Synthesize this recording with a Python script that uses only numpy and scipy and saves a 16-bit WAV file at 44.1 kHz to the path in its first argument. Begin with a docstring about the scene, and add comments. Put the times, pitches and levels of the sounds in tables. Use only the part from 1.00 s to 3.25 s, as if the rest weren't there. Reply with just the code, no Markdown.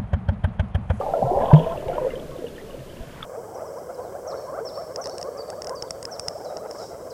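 """Under the surface of a pool, a swimmer thrashes close to a microphone in a waterproof case.
Clouds of damped, rising bubble tones gurgle and thin out; big air pockets boom and overload the microphone.
Foam fizzes, spray patters and drops tick as clusters of higher bubble tones; water nudges the case with
heavily damped low pulses. Filtered noise gives a low rumble, a faint hiss and the rasp of the overload.
"""
import sys
import numpy as np
from scipy import signal
from scipy.fft import rfft, irfft, next_fast_len
from scipy.io import wavfile
from scipy.ndimage import uniform_filter1d, map_coordinates

SR = 44100
rng = np.random.default_rng(int(sys.argv[2]) if len(sys.argv) > 2 else 0)


def dump(signal):
    """Clip the signal to [-1, 1] and save it as 16-bit WAV at the path in sys.argv[1]."""
    limited = np.clip(np.atleast_2d(signal).T, -1, 1)
    pcm = np.round(limited * 32767).astype(np.int16)
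    wavfile.write(sys.argv[1], SR, pcm)


N = 99225  # length [samples]
SWELL_CYCLES = 1.47  # onset of a small bubble's tone [cycles]
TICK_SWELL_S = 0.0015  # onset of a drop's tone [s]


def amp(db):
    """Decibel law: 20 dB is a factor of ten in amplitude."""
    return 10 ** (np.asarray(db) / 20)


def unit(x):
    """Normalisation to a root-mean-square of 1."""
    return x / np.sqrt(np.mean(x ** 2) + 1e-20)


def curve(rows, axis=1):
    """Linear interpolation: one column of a table, one value per sample."""
    columns = np.transpose(rows)
    return np.interp(np.arange(N) / SR, columns[0], columns[axis])


def coloured(x, points):
    """Minimum-phase filtering: a folded cepstrum makes a causal filter from (frequency [Hz], gain [dB])."""
    m = 2 * next_fast_len(N)
    hz, db = np.transpose(points)
    log_bins = np.log(np.fft.rfftfreq(m, 1 / SR) + 1)
    gain = amp(np.interp(log_bins, np.log(hz), db))
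    cepstrum = irfft(np.log(gain))
    cepstrum[1:m // 2] *= 2
    cepstrum[m // 2 + 1:] = 0
    response = np.exp(rfft(cepstrum))
    return irfft(rfft(x, m) * response)[:N]


def add(track, s, sound):
    """Superposition: mix a sound into a track from time s [s]."""
    part = track[max(0, round(s * SR)):][:len(sound)]
    part += sound[:len(part)]


def bubble(t, hz, t60, rise, swell):
    """Damped resonance: a pulsing bubble rings as a sine, its pitch climbing by the share rise per t60."""
    decay = np.exp(-np.log(1000) * t / t60)
    onset = 1 - np.exp(-(t / swell) ** 3)
    return decay * onset * np.sin(2 * np.pi * hz * t * (1 + rise * t / t60 / 2))


def cloud(per_s, pitch, spread, cycles, size_db, rise, colour, size):
    """Random superposition: a filtered swarm of bubbles about a pitch curve, evened to a level of 1.

    spread [log ratio] bounds the pitch, cycles is the 60 dB decay, size_db the mean level excess [dB],
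    rise the share per decay and size the longest ring [samples].
    """
    u = rng.random((int(per_s * N / SR), 4))
    start = (u[:, :1] * N).astype(int)
    hz = pitch[start] * np.exp(spread * (u[:, 1:2] - u[:, 2:3]))
    strength = amp(-size_db * np.log(1 - u[:, 3:]))
    k = np.arange(size)
    rings = strength * bubble(k / SR, hz, cycles / hz, rise, SWELL_CYCLES / hz)
    swarm = np.bincount(((start + k) % N).ravel(), rings.ravel(), N)  # late rings wrap to the start
    x = coloured(swarm, colour)
    power = uniform_filter1d(uniform_filter1d(x * x, size=1800), size=1800)
    return x / np.sqrt(np.abs(power) + 1e-12)


def background():
    """Broadband noise: a low rumble of moving water that varies, and steady microphone hiss."""
    # relative spectrum of the pool's low murmur: (frequency [Hz], density [dB per Hz])
    rumble_colour = [(10, -11.5), (22, 3.5), (45, -16), (80, -8), (105, -17), (135, -6), (180, -10),
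                     (220, -11.5), (400, -14.5), (700, -24), (1500, -56)]
    # level of the murmur: (time [s], level [dB])
    rumble_level = [(0, -38.5), (.4, -31.5), (.8, -35.5), (1.5, -40), (2.25, -40)]
    # relative spectrum of the hiss: (frequency [Hz], density [dB per Hz])
    hiss_colour = [(100, 7.5), (1000, -7), (2000, -2), (4200, -5), (8000, -9), (12000, -11), (15000, -14)]
    rumble = amp(curve(rumble_level)) * unit(coloured(rng.standard_normal(N), rumble_colour))
    hiss = amp(-50.5) * unit(coloured(rng.standard_normal(N), hiss_colour))
    return rumble + hiss


def near_bubbles():
    """Bubble resonance: single bubbles pinch off near the case, each climbing in pitch as it rises."""
    # single near bubbles: (time [s], pitch [Hz], level [dB], t60 [s])
    bubble_rows = [(0, 519, -13, 0.058), (.009, 745, -11, 0.028), (.011, 1164, -21.5, 0.059),
                   (.034, 760, -20, 0.14), (.0635, 830, -17, 0.092), (.064, 586, -18, 0.083),
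                   (.083, 550, -12, 0.058), (.088, 777, -24, 0.36), (.136, 670, -3, 0.036),
                   (.137, 1314, -25, 0.061), (.149, 570, -11, 0.062), (.1673, 646, -11.5, .08),
                   (.1905, 621, -16, 0.15), (.219, 614, -7.5, 0.043), (.2245, 747, -7.5, 0.058),
                   (.257, 1327, -39.5, 0.22), (.272, 691, -17, 0.36), (.306, 708.5, -9.5, 0.1),
                   (.311, 378.4, -16, 0.24), (.3481, 786.4, -15, 0.19), (.3695, 554.6, -10, 0.11),
                   (.407, 733, -11, .04), (.409, 1003, -23.5, 0.24), (.431, 642, -6, 0.038),
                   (.451, 562, -20.5, 0.28), (.482, 1037, -21, 0.17), (.5, 754, -16.5, 0.18),
                   (0.5132, 912, -5.5, 0.041), (.5155, 578.5, -14.5, 0.15), (.537, 652, -10, 0.078),
                   (.564, 982, -19.5, 0.11), (.567, 902, -15, 0.042), (.594, 597, -21, .07),
                   (.614, 436, -18, 0.059), (.6623, 649.7, -18.5, 0.26), (.664, 530, -15.5, 0.052),
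                   (0.661, 1020, -28, 0.097), (.711, 1013, -24, 0.1), (.7166, 660, -26, 0.2),
                   (.775, 550, -19, 0.061), (.883, 530, -17.5, 0.18), (.894, 691, -18.5, 0.15),
                   (.93, 1353, -32, .1), (.9549, 575, -15, 0.06), (.979, 586, -11.5, 0.088),
                   (0.9801, 944, -14, 0.042), (1.0125, 505, -16, 0.16), (1.046, 503.4, -10, 0.069),
                   (1.046, 940, -24, 0.036), (1.063, 495, -10.5, 0.053), (1.072, 491, -8, 0.039),
                   (1.1335, 478, -19, 0.076), (1.168, 394, -25.5, 0.067), (1.222, 582, -23.5, 0.027),
                   (1.292, 512, -33, 0.11), (1.36, 530, -19.5, 0.025), (1.383, 340, -24, 0.067),
                   (1.42, 473, -20.5, 0.06), (1.4399, 458, -12.5, 0.044), (1.6363, 411, -22.5, 0.054),
                   (1.74, 531, -24.5, .093), (2.004, 635, -30, 0.059), (2.034, 550, -15.5, 0.015)]
    out, t = np.zeros(N), np.arange(SR // 4) / SR
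    rises = 0.097 * rng.uniform(1.0, 2.5, len(bubble_rows))  # share per t60
    for (s, hz, db, t60), rise in zip(bubble_rows, rises):
        add(out, s, amp(db) * bubble(t, hz, t60, rise, SWELL_CYCLES / hz))
    return out


def churn():
    """Entrained air: arms and legs beat bubbles into the water, in a gurgle of changing level and pitch."""
    # churned water: (time [s], level [dB], typical bubble pitch [Hz])
    churn_rows = [(0, -28.5, 688), (.12, -31, 713), (.2, -24.5, 689), (.3, -26, 715), (.42, -20.5, 737),
                  (.5, -24.5, 815), (.57, -23, 691), (.68, -29.5, 683), (.8, -34.5, 567), (.92, -28.5, 580),
                  (1.07, -29, 562.5), (1.1, -38, 541), (1.16, -32, 483), (1.27, -40, 466), (1.41, -36, 439),
                  (1.52, -40, 478), (1.75, -40, 476), (2.25, -49, 525)]
    # relative passage of the churning through the case: (frequency [Hz], gain [dB])
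    case_colour = [(100, -5), (210, 12.5), (290, 0), (400, 4.5), (560, 8.5), (670, 7), (770, -2.5),
                   (900, 4.5), (1050, 3), (1170, -32), (1350, -25), (1700, -27), (3000, -17.5)]
    gurgle = cloud(per_s=600, pitch=curve(churn_rows, axis=2), spread=0.668, cycles=36, size_db=2,
                   rise=0.14, colour=case_colour, size=3000)
    return amp(curve(churn_rows)) * gurgle


def fizz():
    """Small-bubble resonance: the foam left by the strokes seethes with fine, higher-pitched bubbles."""
    # fine bubbles in the foam: (time [s], level [dB])
    foam_level = [(0, -47), (.33, -53.5), (.42, -41), (.56, -46), (.73, -47), (.82, -47.5), (.94, -44),
                  (1.12, -45.5), (1.25, -51.5), (1.8, -54), (2.1, -50), (2.24, -43)]
    # relative colour of the foam: (frequency [Hz], gain [dB])
    foam_colour = [(700, -0.5), (1000, 3.5), (1400, -2), (1700, -1), (2100, -5), (3000, -3), (4200, -17)]
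    foam = cloud(per_s=1600, pitch=np.full(N, 1687.5), spread=0.877, cycles=75, size_db=2,
                 rise=0.07, colour=foam_colour, size=1000)
    return amp(curve(foam_level)) * foam


def spray():
    """Random impacts: thrown water patters back on the surface in clumps."""
    # spray raining back: (time [s], level [dB])
    spray_level = [(0, -67), (.37, -68), (.43, -50.5), (.52, -49), (.58, -45), (.7, -55), (.8, -61.5),
                   (1.15, -62), (2.25, -59)]
    # relative colour of the spray: (frequency [Hz], gain [dB])
    spray_colour = [(2000, 0), (3000, -0.5), (3550, -2), (3950, -8), (6000, -28)]
    clumps_per_s, clump_db = 70, 1.4  # random levels per second and their standard deviation [dB]
    place = np.arange(N) * clumps_per_s / SR
    clumps_db = clump_db * map_coordinates(rng.standard_normal(int(place[-1]) + 2), [place])
    patter = cloud(per_s=2000, pitch=np.full(N, 3167), spread=0.19, cycles=30, size_db=4,
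                   rise=0, colour=spray_colour, size=600)
    return amp(curve(spray_level) + clumps_db) * patter


def pockets():
    """Large-bubble resonance: big air pockets close with a deep bloop; late on, the pool itself rings faintly
    low."""
    # air dragged under, and late on faint distant low rings of the pool: (time [s], pitch [Hz], level [dB], t60
    # [s], pitch rise [share per t60])
    pocket_rows = [(0.222, 197, 4, 0.021, 0.085), (0.2361, 128.3, -14, 0.16, 0.084),
                   (0.399, 236, -23.5, .15, 0), (0.584, 250, -24.5, 0.19, 0.15),
                   (0.5276, 147.2, 8, 0.17, 0.21), (1.778, 130.7, -36, 0.66, 0.067),
                   (2.07, 133, -26, 0.081, 0.085)]
    out, t = np.zeros(N), np.arange(SR // 2) / SR
    for s, hz, db, t60, rise in pocket_rows:
        add(out, s, amp(db) * bubble(t, hz, t60, rise, swell=0.0062))
    return out


def nudges():
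    """Heavy damping: moving water shoves the case, a dull push that dies within a few cycles."""
    # slow pushes on the case: (time [s], pitch [Hz], level before doubling [dB])
    nudge_rows = [(0.354, 123, -23), (0.3625, 62, -22.5), (0.531, 59.2, -6), (0.869, 62, -21.5),
                  (2.005, 39.8, -23.5)]
    out, t = np.zeros(N), np.arange(SR // 5) / SR
    for s, hz, db in nudge_rows:
        push = bubble(t, hz, t60=2.2 / hz, rise=0, swell=0.11 / hz)
        add(out, s, 2 * amp(db) * push)
    return out


def ticks():
    """Clustered resonances: each drop rings one leading bubble and three weaker ones near its pitch."""
    # drops and small bursting bubbles: (time [s], pitch [Hz], level [dB], t60 [s])
    tick_rows = [(0.418, 1675, -35, 0.099), (.506, 1533, -33, 0.14), (0.562, 3160, -29.5, 0.028),
                 (.587, 3300, -32, 0.051), (.615, 3240, -39, 0.027), (0.63, 3010, -35, 0.036),
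                 (0.644, 2510, -33.5, 0.022), (0.692, 2550, -36, 0.018), (.696, 3320, -37.5, .035),
                 (.722, 1340, -33, 0.047), (0.774, 2760, -29, 0.02), (0.883, 2850, -26.5, .01),
                 (0.882, 3770, -24, 0.0068), (0.882, 2290, -28.5, 0.014), (.954, 3080, -32, 0.015),
                 (1.103, 2070, -37, 0.093), (1.104, 2810, -34, 0.022), (1.155, 3135, -27, 0.022),
                 (1.197, 3340, -30.5, 0.017), (1.364, 3540, -39, 0.015), (1.467, 2860, -32, 0.032),
                 (1.483, 3510, -36, 0.022), (1.562, 3050, -39, 0.032), (1.58, 1820, -36.5, 0.067),
                 (1.597, 1983, -37.5, 0.049), (1.697, 1094, -39.5, 0.064), (1.707, 2880, -33.5, 0.015),
                 (1.898, 3070, -37, 0.02), (1.969, 2810, -38, 0.028), (1.315, 1090, -42, 0.21),
                 (2.205, 1355, -36, 0.056), (2.227, 1263, -25, 0.035), (2.225, 2230, -21, 0.006),
                 (2.2275, 3470, -8.5, 0.0078)]
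    out, t = np.zeros(N), np.arange(SR // 8) / SR
    for s, hz, db, t60 in tick_rows:
        cluster_hz = hz * np.exp(0.05 * rng.standard_normal((3, 1)))
        leader = bubble(t, hz, t60, 0, TICK_SWELL_S)
        cluster = bubble(t, cluster_hz, t60, 0, TICK_SWELL_S).sum(0)
        add(out, s, amp(db) * (leader + 0.21 * cluster))
    return out


def pool(x):
    """Reverberation: convolution with decaying noise adds echoes from the surface and the walls."""
    t60, onset_s, echo_db = 0.15, 0.008, -13  # [s], [s], [dB against the direct sound]
    t = np.arange(SR // 3) / SR
    envelope = np.exp(-np.log(1000) * t / t60) * (1 - np.exp(-t / onset_s))
    tail = rng.standard_normal(len(t)) * envelope
    echoes = signal.fftconvolve(x, tail / np.linalg.norm(tail))[:N]
    return x + amp(echo_db) * echoes


def scene():
    """Superposition of all sources; only the near bubbles and ticks pass through the pool's echoes."""
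    echoing = pool(near_bubbles() + ticks())
    mix = background() + echoing + churn() + fizz() + spray() + pockets() + nudges()
    return mix[None]


def record(dry):
    """Saturation: the microphone overloads and rasps as it recovers; a sharp band limit cuts the top."""
    # relative colour of the rasp: (frequency [Hz], gain [dB])
    rasp_colour = [(500, 19), (1500, 22), (3500, 12.5), (4800, 2.5), (7200, -3.5), (11000, -35)]
    recovery_s, rasp_db, top_hz = 0.0018, -19.5, 15450  # [s], [dB against smoothed excess], [Hz]
    clipped = dry / (1 + np.abs(dry) ** 24) ** (1 / 24)
    keep = np.exp(-1 / (recovery_s * SR))
    excess = signal.lfilter([1 - keep], [1, -keep], np.abs(dry - clipped))
    rasp = amp(rasp_db) * excess * unit(coloured(rng.standard_normal(N), rasp_colour))
    m = next_fast_len(N + SR // 2)
    passed = np.fft.rfftfreq(m, 1 / SR) < top_hz
    spectrum = rfft(0.84 * (clipped + rasp), m)  # 0.84 is the output gain
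    return irfft(spectrum * passed, m)[:, :N]


dry = scene()
out = record(dry)
dump(out)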